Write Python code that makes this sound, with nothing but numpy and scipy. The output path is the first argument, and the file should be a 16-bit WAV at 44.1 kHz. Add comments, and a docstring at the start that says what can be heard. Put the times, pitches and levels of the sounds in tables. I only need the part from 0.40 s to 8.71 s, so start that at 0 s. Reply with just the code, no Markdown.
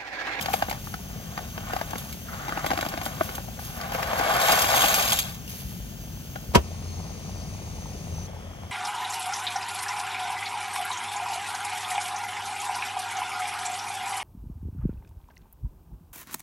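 """In a small vehicle cabin a steel pot boils on a gas burner: filtered-noise rumble and hiss, ringing bubbles.
Dry penne shift in a cardboard box: grains rub and tick, single pieces knock panel modes, a few make the water fizz.
Then the load pours out; dense contacts ring many short tubes, and the fizz swells with the clatter.
Low booms follow, and the box lands with a thump: three quick blows on the modes of a surface.
The stove is then heard from nearer the flame, with a low drone and a stronger whistle, and at last with less gas."""
import sys
import numpy as np
from scipy import signal
from scipy.fft import rfft, irfft, next_fast_len
from scipy.io import wavfile
from scipy.ndimage import uniform_filter1d

SR = 44100
rng = np.random.default_rng(int(sys.argv[2]) if len(sys.argv) > 2 else 0)


def generate_wav(sig):
    """Save sig (samples, or channels by samples) to the path in sys.argv[1] as 16-bit PCM at SR."""
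    pcm = np.round(np.clip(np.atleast_2d(sig).T, -1, 1) * 32767).astype(np.int16)
    wavfile.write(sys.argv[1], SR, pcm)


N = 366471
TIME = np.arange(N) / SR
CUTOFF_HZ = 15900


def amp(db):
    """Decibels to linear gain."""
    return 10 ** (np.asarray(db) / 20)


def rms_one(x):
    """Scale to an RMS of 1."""
    return x / np.sqrt(np.mean(x ** 2) + 1e-20)


def peak_one(x):
    """Scale to a peak of 1."""
    return x / (np.abs(x).max() + 1e-20)


def in_time(rows):
    """Each column of a breakpoint curve at every sample."""
    s, *columns = np.transpose(rows)
    return [np.interp(TIME, s, column) for column in columns]


def at_hz(points, hz):
    """A spectrum in dB, read on a log-frequency axis."""
    points = np.array(points)
    return np.interp(np.log(hz + 1), np.log(points[:, 0]), points[:, 1])


def add(track, s, sound):
    """Lay a short sound into a track, in place."""
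    at = max(int(s * SR), 0)
    track[at:at + len(sound)] += sound[:N - at]


def drift(rate):
    """Smooth random movement of RMS 1, with the given number of random knots per second."""
    knots = rng.standard_normal(int(N / SR * rate) + 2)
    return rms_one(np.interp(TIME * rate, np.arange(len(knots)), knots))


def colour(x, spectrum, size=4096):
    """Causal (minimum-phase) filter with the given spectrum, built by folding its cepstrum."""
    cepstrum = irfft(np.log(amp(at_hz(spectrum, np.fft.rfftfreq(size, 1 / SR)))))
    cepstrum[1:size // 2] *= 2
    cepstrum[size // 2 + 1:] = 0
    impulse = irfft(np.exp(rfft(cepstrum)))
    return signal.oaconvolve(x, impulse)[:len(x)]


def ring(force, hz, t60):
    """One decaying mode: a unit click starts a cosine of height about 1."""
    radius = amp(-60 / (t60 * SR))
    angle = 2 * np.pi * hz / SR
    return signal.lfilter([.5, 0, -.5], [1, -2 * radius * np.cos(angle), radius * radius], force + 1e-18)


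def grains(per_s, spread_db):
    """Random clicks of uneven size and sign; mean power 1 at any constant rate."""
    born = rng.random(N) < per_s / SR
    size_db = spread_db * np.minimum(rng.standard_exponential(N)[born], 4)
    sign = np.sign(rng.random(N)[born] - .5)
    out = np.zeros(N)
    out[born] = amp(size_db) * sign
    return rms_one(out / np.sqrt(per_s))


def burst(rise_s, decay_s, size=4096):
    """Noise that swells and dies, for the many tiny contacts of one touch; energy 1."""
    t = TIME[:size]
    envelope = np.minimum(t / rise_s, 1) * np.exp(-np.maximum(t - rise_s, 0) / decay_s)
    noise = rng.standard_normal(size) * envelope
    return noise / np.sqrt(np.sum(noise ** 2))


def scatter(x, decay_s):
    """Dense near reflections: smeared in time by random phases, nearly unchanged in colour."""
    paths = rfft(burst(.0003, decay_s))
    phases_only = irfft(paths / np.abs(paths))
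    return signal.fftconvolve(x, phases_only[:len(paths)])[:N]


# the stove beside the pot, calmed by cold pasta, nearer the flame, then with less gas:
# start_s, flame_level_db, boil_level_db, hiss_level_db, whistle_level_db
STOVE = [(0, -39, -53.5, -46.5, -57.5), (4.9, -39, -55, -47.5, -60.5), (6.23, -35.5, -49.5, -50, -53),
         (7.87, -39.5, -49.5, -53, -68)]
STOVE_CHANGE_S = 0.018


def stove_levels():
    """Each setting of the stove holds until the next, with a short glide between."""
    rows = np.array(STOVE)
    setting = np.searchsorted(rows[1:, 0], TIME)
    return uniform_filter1d(rows[setting, 1:].T, int(STOVE_CHANGE_S * SR), axis=1)


# burner rumble heard beside the pot: frequency_hz, gain_db
RUMBLE = [(15, -34), (30, -27), (42, -4), (65, -1), (105, -3.5), (150, -2), (215, -4), (270, -15.5),
          (420, -27), (900, -38.5), (2000, -95)]
# burner rumble heard nearer the flame: frequency_hz, gain_db
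RUMBLE_NEAR = [(15, -40), (30, -17), (50, 1), (90, 2.5), (125, -5), (165, -0.5), (220, -7), (290, -17),
               (420, -18), (900, -32), (2000, -101)]


def flame(near, drone_hz=88.35, drone_db=-4.0):
    """Turbulent combustion rumbles as shaped noise; close to the flame a low drone stands out of it."""
    white = rng.standard_normal(N)
    drone = amp(drone_db) * rms_one(ring(rng.standard_normal(N), drone_hz, 0.48))
    beside_pot = rms_one(colour(white, RUMBLE))
    near_flame = rms_one(rms_one(colour(white, RUMBLE_NEAR)) + drone)
    return (1 - near) * beside_pot + near * near_flame


# gas hiss heard beside the pot: frequency_hz, gain_db
HISS = [(400, 10.5), (1100, -3.5), (1400, 2.5), (2000, -1), (2600, 3), (3200, 6), (3700, -0.5), (4700, 0),
        (5500, -4.5), (6650, 7.5), (7600, -4.5), (9500, -6), (13000, 0), (16000, 2.5)]
# gas hiss heard nearer the flame: frequency_hz, gain_db
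HISS_NEAR = [(400, -8), (1100, 5), (1500, -4), (2400, 3.5), (3650, 1.5), (4400, 1), (4750, -1), (5200, 0),
             (5600, -7), (6650, 7), (7650, -8.5), (8700, -4), (9700, -6.5), (16000, -7)]
# hiss of the jet turned down: frequency_hz, gain_db
HISS_LOW = [(400, -3), (1100, 12), (1500, 4.5), (2200, 7.5), (2850, 4), (3250, 11), (3750, -1), (4700, -3),
            (5200, 0.5), (5600, -6), (6000, 5), (6700, 4), (7600, -7), (8500, -6), (16000, -7)]
# nozzle whistle and the fainter tones below it, both levels applied near the flame:
# time_s, whistle_pitch_hz, whistle_swell_db, lower_pitch_hz, lower_level_db
WHISTLE = [(6.25, 6060, -4, 4360, -14), (6.52, 6240, 2.5, 4320, -6), (6.88, 6060, 0, 4500, -12),
           (7.02, 6070, -3, 4550, -11), (7.25, 6160, -0.5, 4450, -18), (7.7, 6090, 1, 4400, -22)]


def jet(near, hiss_db, whistle_db, whistle_width_hz=95, wander_hz=20, flutter_db=1.8):
    """Gas hisses through the nozzle with a breathy, wavering whistle; fainter tones join it near the flame."""
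    whistle_hz, swell_db, lower_hz, lower_db = in_time(WHISTLE)
    white = rng.standard_normal(N)
    low = TIME > STOVE[-1][0]
    hiss = 0
    for share, spectrum in [(1 - near, HISS), (near - low, HISS_NEAR), (low, HISS_LOW)]:
        hiss = hiss + share * rms_one(colour(white, spectrum))
    lower = near * amp(lower_db)
    tones = [(whistle_hz, amp(near * swell_db)), (lower_hz, lower), (1.17 * lower_hz, 0.53 * lower)]
    breath_filter = signal.butter(2, whistle_width_hz, fs=SR, output="sos")
    whistle = 0
    for hz, strength in tones:
        # slow noise on both quadratures makes a narrow band of noise around the moving pitch
        waver = signal.sosfilt(breath_filter, rng.standard_normal((2, N)))
        phase = 2 * np.pi * np.cumsum(hz + wander_hz * drift(12)) / SR
        whistle = whistle + strength * rms_one(waver[0] * np.cos(phase) + waver[1] * np.sin(phase))
    return amp(hiss_db) * hiss + amp(whistle_db + flutter_db * drift(16)) * whistle


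# colour of the boil across its bubble pitches: frequency_hz, gain_db
BUBBLES = [(200, 18), (330, -4), (480, 3.5), (760, 5.5), (950, -36), (1200, -3.5), (1500, -36), (2400, -7)]


def boil(count=18, cycles=15, per_s=380, gulp_db=1.6):
    """Big steam bubbles collapse in gulps, each ringing briefly at its own pitch."""
    collapses = grains(per_s, spread_db=0.0) * amp(gulp_db * drift(35))
    dealt = rng.integers(0, count, N)  # which pitch each collapse excites
    bubbles = np.zeros(N)
    for k, hz in enumerate(np.geomspace(260, 1900, count)):
        bubbles += amp(at_hz(BUBBLES, hz)) * hz * ring(collapses * (dealt == k), hz, cycles / hz)
    return rms_one(bubbles)


BLIPS_PER_S, BLIP_HZ = 62, 620  # rate and middle pitch


def blips(spread_octaves=.4, spread_db=4.0, rise_per_s=5.3, count=800):
    """Single bubbles pop at the surface, ringing for only a few cycles and rising slightly in pitch."""
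    out, t = np.zeros(N), TIME[:1024]
    times = (np.arange(count) + 6 * rng.random(count)) / BLIPS_PER_S
    chances = np.clip(rng.standard_normal((count, 3)), -2, 2)
    for s, (size, strength, length) in zip(times, chances):
        if s < TIME[-1]:
            hz = BLIP_HZ * 2 ** (spread_octaves * size)
            age = t * hz / (.6 * 1.5 ** length)
            tone = np.sin(2 * np.pi * hz * t * (1 + rise_per_s * t))
            add(out, s, amp(spread_db * strength) * age * np.exp(-age) * tone)
    return rms_one(out)


# colour of the fizzing water, also used for the edge of a click: frequency_hz, gain_db
FIZZ = [(1500, -6), (3200, 1), (5500, -5.5), (6500, 3), (7600, -8.5), (9400, -6.5), (11000, 0.5),
        (13100, 5), (14300, -2.5), (16000, -6.5)]


def fizz(flicker_db=2.5):
    """Tiny bubbles burst in flurries where the pasta meets the water."""
    return rms_one(colour(grains(6000, spread_db=3.5), FIZZ)) * amp(flicker_db * drift(24))


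JAM_DB_PER_S = 304


def fade_outside(start, stop):
    """Loss in dB before the load breaks loose and after it jams."""
    outside_s = np.maximum(start - TIME, TIME - stop)
    return JAM_DB_PER_S * np.clip(outside_s, 0, 1)


# tips of the box; the last row stops before its start and stays practically silent:
# start_s, crest_s, stop_s, crest_sliding_db
TIPS = [(-.1, 0, 0.37, -40), (0.644, 1.004, 1.1, -47.5), (1.152, 1.316, 1.7, -42.5),
        (1.903, 2.273, 3.0, -39), (5.05, 5.11, 4.4, -44)]
SWELL_DB = 7


def shifting():
    """Level in dB of the load, which swells to the crest of a tip and ebbs; the loudest tip wins."""
    levels = []
    for start, crest, stop, db in TIPS:
        below_crest_db = SWELL_DB * np.interp(TIME, [start, crest, stop], [1, 0, 1])
        levels.append(db - below_crest_db - fade_outside(start, stop))
    return np.max(levels, axis=0)


# cardboard panels and the air in the box, undamped: mode_hz, level_db, t60_s
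BOX = [(520, -2.5, 0.065), (668, 5.5, 0.044), (810, 1, 0.056), (1104, 6, 0.016), (1479, 0, 0.04),
       (1730, -4.5, 0.025), (2210, -0.5, 0.026)]
# colour of pasta rubbing along cardboard: frequency_hz, gain_db
RASP = [(150, -20), (290, -13.5), (410, -11), (600, -0.5), (950, -6), (1150, -1.5), (1350, -7),
        (1600, -4.5), (2000, -10.5), (2700, -13.5), (4500, -20), (9000, -39)]


def sliding(per_s, weight, rasp_db=-2.0, drum_follows=0.18):
    """The load rasps along the cardboard in uneven clumps; the harder it slides, the more the panels drum."""
    drum = rms_one(sum(amp(db) * ring(grains(per_s / 2, spread_db=1.0), hz, t60) for hz, db, t60 in BOX))
    rasp = rms_one(colour(grains(2 * per_s, spread_db=1.0), RASP))
    clumps = amp(1.8 * drift(70) - 2)
    return (weight ** drum_follows * drum + amp(rasp_db) * rasp) * clumps


# sharp clicks of hard pieces meeting: start_s, level_db, pitch_hz
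CLICKS = [(.0105, -20, 3120), (0.024, -24.5, 5280), (0.133, -19.5, 2380), (0.2963, -22, 2210),
          (1.506, -29.5, 5930), (1.58, -27, 3580), (1.726, -27.5, 2230), (2.2619, -23, 3300),
          (2.409, -25, 3760), (2.487, -26, 5030), (2.654, -23.5, 3680), (2.951, -25, 6430),
          (4.119, -11.5, 4920), (4.2195, -13, 4980), (4.419, -11, 3360), (4.5073, -23, 3630),
          (4.541, -11.5, 6040), (4.695, -20, 2850), (4.7193, -12, 3340), (4.729, -13, 6540),
          (4.7881, -11, 3620), (4.945, -31.5, 6240), (5.077, -30.5, 2770)]
# a dry tube of pasta: multiple_of_pitch, level_db, t60_s
TUBE = [(1.002, 10, 0.024), (1.9, -6, 0.052), (3.4, -18, 0.011)]


def clicks(contacts, tube_db=-2.5, edge_db=2.0):
    """Hard contacts stand out of the clatter: a sharp edge, and a tube ringing briefly at its own pitch."""
    out = np.zeros(N)
    for s, level_db, pitch_hz in contacts:
        touch = burst(.0002, .002)
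        modes = [(k * pitch_hz, db, t60) for k, db, t60 in TUBE if k * pitch_hz < CUTOFF_HZ]
        tube = sum(amp(db) * ring(touch, hz, t60) for hz, db, t60 in modes)
        tick = peak_one(colour(burst(0.0014, 0.014), CLATTER))
        edge = amp(edge_db) * peak_one(colour(burst(0.0001, 0.0074), FIZZ))
        add(out, s, amp(level_db) * peak_one(tick + edge + amp(tube_db) * peak_one(tube)))
    return out


# colour of piece striking piece: frequency_hz, gain_db
CLATTER = [(400, -17), (1500, -20.5), (2400, 7), (2900, 1.5), (3350, 7), (4200, 3), (4950, -0.5),
           (5650, -10.5), (6500, 9), (6950, 0.5), (7500, 3.5), (9300, -5), (13000, 5.5), (16000, -14)]


def clatter(per_s, count=40, low_hz=1100, high_hz=7200, tube_t60=0.023, tick_db=3.5):
    """Hard pieces tick against each other in clumps; each tick sets one tube ringing briefly at its own pitch."""
    ticks = grains(1.25 * per_s * amp(2.0 * drift(60)), spread_db=2.5)
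    dealt = rng.integers(0, count, N)  # which tube each tick excites
    pitches = np.linspace(low_hz, high_hz, count)
    tubes = sum(ring(ticks * (dealt == k), hz, tube_t60) for k, hz in enumerate(pitches))
    bare_ticks = rms_one(ticks + scatter(ticks, 0.0028))
    return rms_one(colour(rms_one(tubes) + amp(tick_db) * bare_ticks, CLATTER))


# the hardest knocks on the box wall: start_s, level_db, leading_pitch_hz, treble_db
KNOCKS = [(.058, -22.5, 750, 0), (.083, -22, 710, -15), (.1, -28, 755, -28), (.137, -14.5, 646, -7),
          (.222, -10, 665, -14.5), (.283, -22.5, 760, -18), (.311, -21.5, 725, -5), (.326, -26, 920, -4),
          (.471, -27.5, 800, -43), (.5395, -23.5, 1300, -10.5), (.9755, -20.5, 855, -9.5),
          (.988, -28, 700, -16), (1.177, -24, 900, -12), (1.333, -18.5, 620, -13.5),
          (1.363, -19.5, 750, -11), (1.412, -20, 660, -10), (1.532, -21.5, 663, -22),
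          (1.555, -22, 668, -17), (2.081, -23, 810, -10), (2.091, -24, 1310, -10), (2.122, -22, 1180, -12),
          (2.173, -19, 760, -14.5), (2.2425, -19, 680, -20), (2.263, -21, 660, -3.5),
          (2.304, -16, 1040, -10.5), (2.313, -17, 766, -12), (2.332, -20.5, 697, -9), (2.374, -19, 690, -6),
          (2.388, -20, 697, -13), (2.426, -21, 570, -11), (2.45, -26, 606, -7), (2.462, -22, 680, -8),
          (2.538, -20.5, 615, -15), (2.574, -22, 668, -9.5), (2.613, -24.5, 1010, -5),
          (2.661, -21, 620, -6), (2.809, -11.5, 660, -27), (2.89, -25.5, 900, -10), (2.98, -25, 704, -23),
          (3.081, -34, 740, -16), (3.19, -29.5, 690, -25), (3.411, -29, 1090, -1), (3.519, -26, 676, -5),
          (3.547, -16.5, 524, -12), (3.731, -16.5, 700, -14), (3.795, -15, 650, -18.5),
          (3.81, -16.5, 720, -18), (3.968, -19, 824, -16), (4.093, -15, 780, -10), (4.243, -16, 810, -6),
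          (4.336, -20, 832, -5), (4.439, -11.5, 816, -8), (5.957, -26, 1440, -12.5)]
# snap of a hard edge on cardboard: frequency_hz, gain_db
SNAP = [(400, -12), (1300, -2), (2400, 3), (3600, -2), (4900, -3), (5600, -12.5), (6600, -1), (8000, -21),
        (13000, -7), (16000, -28)]
# hollow bass under a knock; more of it during the long tip
HOLLOW_DB, LONG_TIP_HOLLOW_DB = -16.5, -9
# share of the panels' ring time that is left while a piece presses on them
PANEL_DAMPING = .65


def knocks(hits, lead_db=9.5, lead_t60=0.024, scuff=1.44, bounce_s=0.00346, bounce_db=-2.5,
           crack_db=3.5, hollow_hz=300, skid_db=-18.0, detune=0.052):
    """A piece skids, snaps on the wall and strikes again; the spot sets the pitch, the load damps the panels."""
    out = np.zeros(N)
    long_start, _, long_stop, _ = max(TIPS, key=lambda tip: tip[2] - tip[0])
    for s, level_db, lead_hz, treble_db in hits:
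        force = scuff * burst(.0015, .002)
        force[int(.0015 * SR)] += .7
        second_strike = amp(bounce_db) * burst(.0005, .001, size=1024)
        add(force, bounce_s * (.5 + rng.random()), second_strike)

        body = amp(lead_db) * ring(force, lead_hz, lead_t60)
        for hz, db, t60 in BOX:
            detuned_hz = hz * (1 + detune * rng.standard_normal())
            body = body + amp(db) * ring(force, detuned_hz, PANEL_DAMPING * t60)
        soft_hz = min(2600 * amp(treble_db / 5), SR / 4)  # a soft contact is duller
        body = signal.sosfilt(signal.butter(2, soft_hz, fs=SR, output="sos"), body)

        bass_db = LONG_TIP_HOLLOW_DB if long_start < s < long_stop else HOLLOW_DB
        hollow = amp(bass_db) * peak_one(ring(ring(force, hollow_hz, 0.013), hollow_hz, 0.013))
        snap = colour(burst(.0005, .004) + .5 * burst(.002, .012), SNAP)
        crack = amp(treble_db + crack_db) * peak_one(snap)
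        skid = peak_one(colour(burst(.012, .012), RASP))
        add(out, s, amp(level_db) * (peak_one(body) + hollow))
        add(out, s + .001, amp(level_db) * crack)
        add(out, s - .012, amp(level_db + skid_db) * skid)
    return out


# lesser knocks while the load moves: rate, middle leading pitch, middle treble
STRAY_PER_S, STRAY_HZ, STRAY_TREBLE_DB = 14, 760, -6.5
# their middle level at the height of the pour, and the share of the sliding's swing that they follow
STRAY_DB, STRAY_FOLLOWS = -20.5, 0.92


def stray_knocks(slide, spread_db=0.3, spread_octaves=0.52, treble_spread_db=5, count=120):
    """Rows of lesser knocks, unevenly spaced, stronger the harder the load slides."""
    s = (np.arange(count) + rng.random(count)) / STRAY_PER_S
    strength, spot, hardness = rng.standard_normal((count, 3)).T
    below_crest_db = 20 * np.log10(np.interp(s, TIME, peak_one(slide)))
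    level_db = STRAY_DB + STRAY_FOLLOWS * below_crest_db + spread_db * strength
    pitch_hz = STRAY_HZ * 2 ** (spread_octaves * spot)
    treble_db = STRAY_TREBLE_DB + treble_spread_db * hardness
    rows = np.transpose([s, level_db, pitch_hz, treble_db])
    return list(rows[s < POUR[-1][0]])


# a few pieces land in the water and it fizzes up: start_s, level_db
SPLASHES = [(.09, -40.5), (.44, -47), (1.33, -48), (1.58, -45.5), (1.69, -58), (2.25, -54), (2.63, -43),
            (2.83, -48), (3.19, -43), (3.53, -47), (5.09, -42)]
SPLASH_RISE_S, SPLASH_FALL_DB_PER_S = 0.0051, 56


def splashes():
    """Strength of the fizz that flares and settles where pieces land."""
    out, t = np.zeros(N), TIME[:SR]
    fall = amp(-SPLASH_FALL_DB_PER_S * np.maximum(t - SPLASH_RISE_S, 0))
    flare = np.minimum(t / SPLASH_RISE_S, 1) * fall
    for s, level_db in SPLASHES:
        add(out, s, amp(level_db) * flare)
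    return out


# the steel pot and the air in it: mode_hz, level_db, t60_s
POT = [(761, 5, 0.035), (1170, 0.5, 0.034), (1505, -5.5, 0.12), (2150, -13, 0.12), (2840, 0.5, 0.15),
       (3165, 5.5, 0.05), (3340, -2, 0.16), (3840, 2, 0.11), (4700, -10, 0.1), (7070, 8, 0.084),
       (13440, -9, .09)]


def pot(x, ring_db=-48.5):
    """What happens at its mouth sets the pot ringing faintly."""
    return x + amp(ring_db) * sum(amp(db) * ring(x, hz, t60) for hz, db, t60 in POT)


# pieces scrape along the wall as the box tilts: start_s, stop_s, level_db, pitch_hz
SCRAPES = [(1.28, 1.457, -44.5, 1150), (1.864, 2.248, -46, 1250)]


def scrapes(per_s=1400, t60=0.0083, rise_s=0.028):
    """A piece sticks and slips along the cardboard, sounding two broad resonances in uneven tugs."""
    slips = grains(per_s, spread_db=1.5) * amp(2.5 * drift(45))
    out = np.zeros(N)
    for start, stop, level_db, hz in SCRAPES:
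        stroke = np.clip(np.minimum(TIME - start, stop - TIME) / rise_s, 0, 1)
        resonances = ring(slips, hz, t60) - .5 * ring(slips, 1.6 * hz, t60)
        out += amp(level_db) * stroke * rms_one(resonances)
    return out


# the whole load runs out: time_s, sliding_on_cardboard_db, piece_on_piece_clatter_db
POUR = [(3.1, -62, -57), (3.429, -39, -58), (3.719, -33, -45.5), (3.86, -28.5, -41), (4.1, -26, -29.5),
        (4.29, -28, -34.5), (4.37, -25, -28.5), (4.58, -30.5, -31.5), (4.73, -34, -31.5),
        (4.78, -40, -36.5), (4.88, -47, -42), (5.05, -58, -69)]
# the shifted pieces tumble against each other a moment later, more quietly
TUMBLE_LAG_S, TUMBLE_DB = 0.04, -8
# fizz of the plain boil, and fizz under the pour relative to its clatter
SIMMER_DB, POUR_FIZZ_DB = -55, -3


def motion():
    """Strength of sliding, clatter and fizz, as the tips and the pour drive them."""
    shift = amp(shifting())
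    slide, tumble = amp(np.array(in_time(POUR)) - fade_outside(POUR[0][0], POUR[-1][0]))
    late_shift = np.interp(TIME - TUMBLE_LAG_S, TIME, shift)
    pour_fizz = amp(POUR_FIZZ_DB) * tumble
    froth = np.sqrt(amp(SIMMER_DB) ** 2 + splashes() ** 2 + pour_fizz ** 2)
    return np.hypot(shift, slide), np.hypot(amp(TUMBLE_DB) * late_shift, tumble), froth


# lesser clicks in the pour: rate, middle pitch, middle level at its height
STRAY_CLICKS_PER_S, STRAY_CLICK_HZ, STRAY_CLICK_DB = 45, 3394, -17.5


def stray_clicks(tumble, count=90):
    """Rows of lesser clicks during the pour, stronger the more the pieces tumble."""
    s = POUR[1][0] + (np.arange(count) + 2 * rng.random(count)) / STRAY_CLICKS_PER_S
    strength, length = rng.uniform(-1, 1, (count, 2)).T
    below_crest_db = 20 * np.log10(np.interp(s, TIME, peak_one(tumble)))
    level_db = STRAY_CLICK_DB + below_crest_db + 5 * strength
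    rows = np.transpose([s, level_db, STRAY_CLICK_HZ * 2 ** (.8 * length)])
    return list(rows[s < POUR[-3][0]])


# low booms of the surface as the box is moved and set down: start_s, level_db, pitch_hz
BOOMS = [(5.246, -27.5, 54.4), (5.398, -29, 56.4), (6.087, -24.5, 70), (6.166, -13, 69.8)]


def booms(t60=0.18):
    """Each push sets the surface swinging for a few cycles."""
    out, t = np.zeros(N), TIME[:SR // 2]
    for s, level_db, hz in BOOMS:
        add(out, s, amp(level_db - 60 * t / t60) * np.cos(2 * np.pi * hz * t))
    return signal.sosfilt(signal.butter(2, [42, 220], "band", fs=SR, output="sos"), out)


# the box lands on an edge, a corner, then flat: start_s, level_db
LANDING = [(6.1475, -6), (6.15165, -3), (6.15475, 0)]
# the surface that the box is put down on: mode_hz, level_db, t60_s
SHELF = [(225, -14, .09), (385, 3, .075), (500, -1, .06), (678, -2, .07), (965, 9.5, .062),
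         (1320, -1, .065), (1524, -8, .08), (1750, -3, .058), (2110, -5, .07), (2680, -7, .06),
         (3200, -3, .068)]
# slap of cardboard on it: frequency_hz, gain_db
SLAP = [(30, -27), (100, 6), (330, 9), (1000, 4), (1500, -7), (2800, -3), (4000, -10.5), (5500, -8),
        (8000, -13.5), (12000, -19), (16000, -25)]
SHELF_DB = -37.5  # level of the surface's ring


def thump(slap_db=-37.5, brush_db=-20.0, tail_db=-47.0, tail_s=0.017, settle_db=-16.5, settle_hz=200):
    """The box brushes the surface and lands in quick steps that ring it; its weight settles with a dull thud."""
    scuff, weight, tail, settle = np.zeros((4, N))
    first_s, last_s = LANDING[0][0], LANDING[-1][0]
    add(scuff, first_s - .014, amp(brush_db) * burst(.008, .008))
    for s, level_db in LANDING:
        add(scuff, s, amp(level_db) * burst(.0005, .0065))
        add(weight, s, amp(level_db) * 2 * np.ones(1))
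    add(settle, last_s + .005, np.hanning(90))
    add(tail, last_s, burst(0.011, tail_s))
    body = np.zeros(N)
    for k, (hz, db, t60) in enumerate(SHELF):
        body += amp(db) * (-1) ** k * ring(scuff / 2 + weight, hz, t60)  # neighbouring modes oppose
    slap = amp(slap_db) * rms_one(colour(scuff, SLAP))
    dull = signal.sosfilt(signal.butter(1, 3000, fs=SR, output="sos"), colour(tail, SLAP))
    thud = amp(settle_db) * peak_one(ring(settle, settle_hz, 0.041))
    return amp(SHELF_DB) * rms_one(body) + slap + amp(tail_db) * rms_one(dull) + thud


# base rate of contacts while pieces move, scaled for each layer: time_s, contacts_per_s
FLOW = [(0, 500), (3.3, 700), (3.9, 900), (4.5, 700), (4.9, 400)]
BLIP_DB = -3.5  # single bubbles within the boil


def sources(hits, contacts, slide, tumble, froth):
    """One random draw of every layer but the thump, mixed to a single channel."""
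    per_s, = in_time(FLOW)
    flame_db, boil_db, hiss_db, whistle_db = stove_levels()
    near, = in_time([(6.2, 0), (6.25, 1)])  # 0 beside the pot, 1 nearer the flame
    loose = slide * sliding(per_s, peak_one(slide)) + tumble * clatter(per_s) + scrapes()
    pasta = pot(loose + amp(-1.0) * knocks(hits) + amp(-1.5) * clicks(contacts))
    bubbling = amp(boil_db) * (amp(-2.5) * boil() + amp(BLIP_DB) * blips())
    water = (1 - near) * froth * fizz() + bubbling
    burner = amp(flame_db) * flame(near) + jet(near, hiss_db, whistle_db)
    return pasta + booms() + water + burner


# stereo width, as a filter on the side signal: frequency_hz, gain_db
WIDTH = [(40, -11.5), (90, -30), (180, -8), (350, -6.5), (800, -2), (1150, -2.5), (1600, 3), (3800, -3.5),
         (5400, 4.5), (6550, -6.5), (7700, 4.5), (9300, 8), (11300, -0.5), (13500, -21.5)]
# left-right balance, split evenly between the sides: frequency_hz, left_minus_right_db
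LEAN = [(50, 0.5), (170, 4.5), (330, 6), (700, 8.5), (1300, 3.5), (5000, 3), (9000, -1.5), (13000, 1)]


def cabin(mid, other):
    """The direct sound leads on the left; a second, independently drawn layer spreads between the sides."""
    direct = (np.roll(mid, -11) - np.roll(mid, 11)) * .55  # a quarter millisecond early minus late
    spread = -np.imag(signal.hilbert(other, next_fast_len(N)))[:N] * .75  # turned by a quarter cycle
    side = colour(direct + spread, WIDTH)
    left_lean = [(hz, db / 2) for hz, db in LEAN]
    right_lean = [(hz, -db / 2) for hz, db in LEAN]
    return np.array([colour(mid + side, left_lean), colour(mid - side, right_lean)])


def scene():
    """The stove and the pour in the small cabin; the box is put down a little to the right."""
    slide, tumble, froth = motion()
    hits = KNOCKS + stray_knocks(slide)
    contacts = CLICKS + stray_clicks(tumble)
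    put_down = np.array([np.roll(thump(), 5), thump()])  # left arrives 5 samples late
    mid = sources(hits, contacts, slide, tumble, froth)
    other = sources(hits, contacts, slide, tumble, froth)  # same events, fresh chance
    return put_down + cabin(mid, other)


def record(dry):
    """Peaks are rounded by soft saturation and a steep low-pass cuts the top."""
    rounded = 1.05 * np.tanh(dry / 1.05)
    return signal.sosfilt(signal.ellip(12, .1, 80, CUTOFF_HZ, fs=SR, output="sos"), rounded)


dry = scene()
out = record(dry)
generate_wav(out)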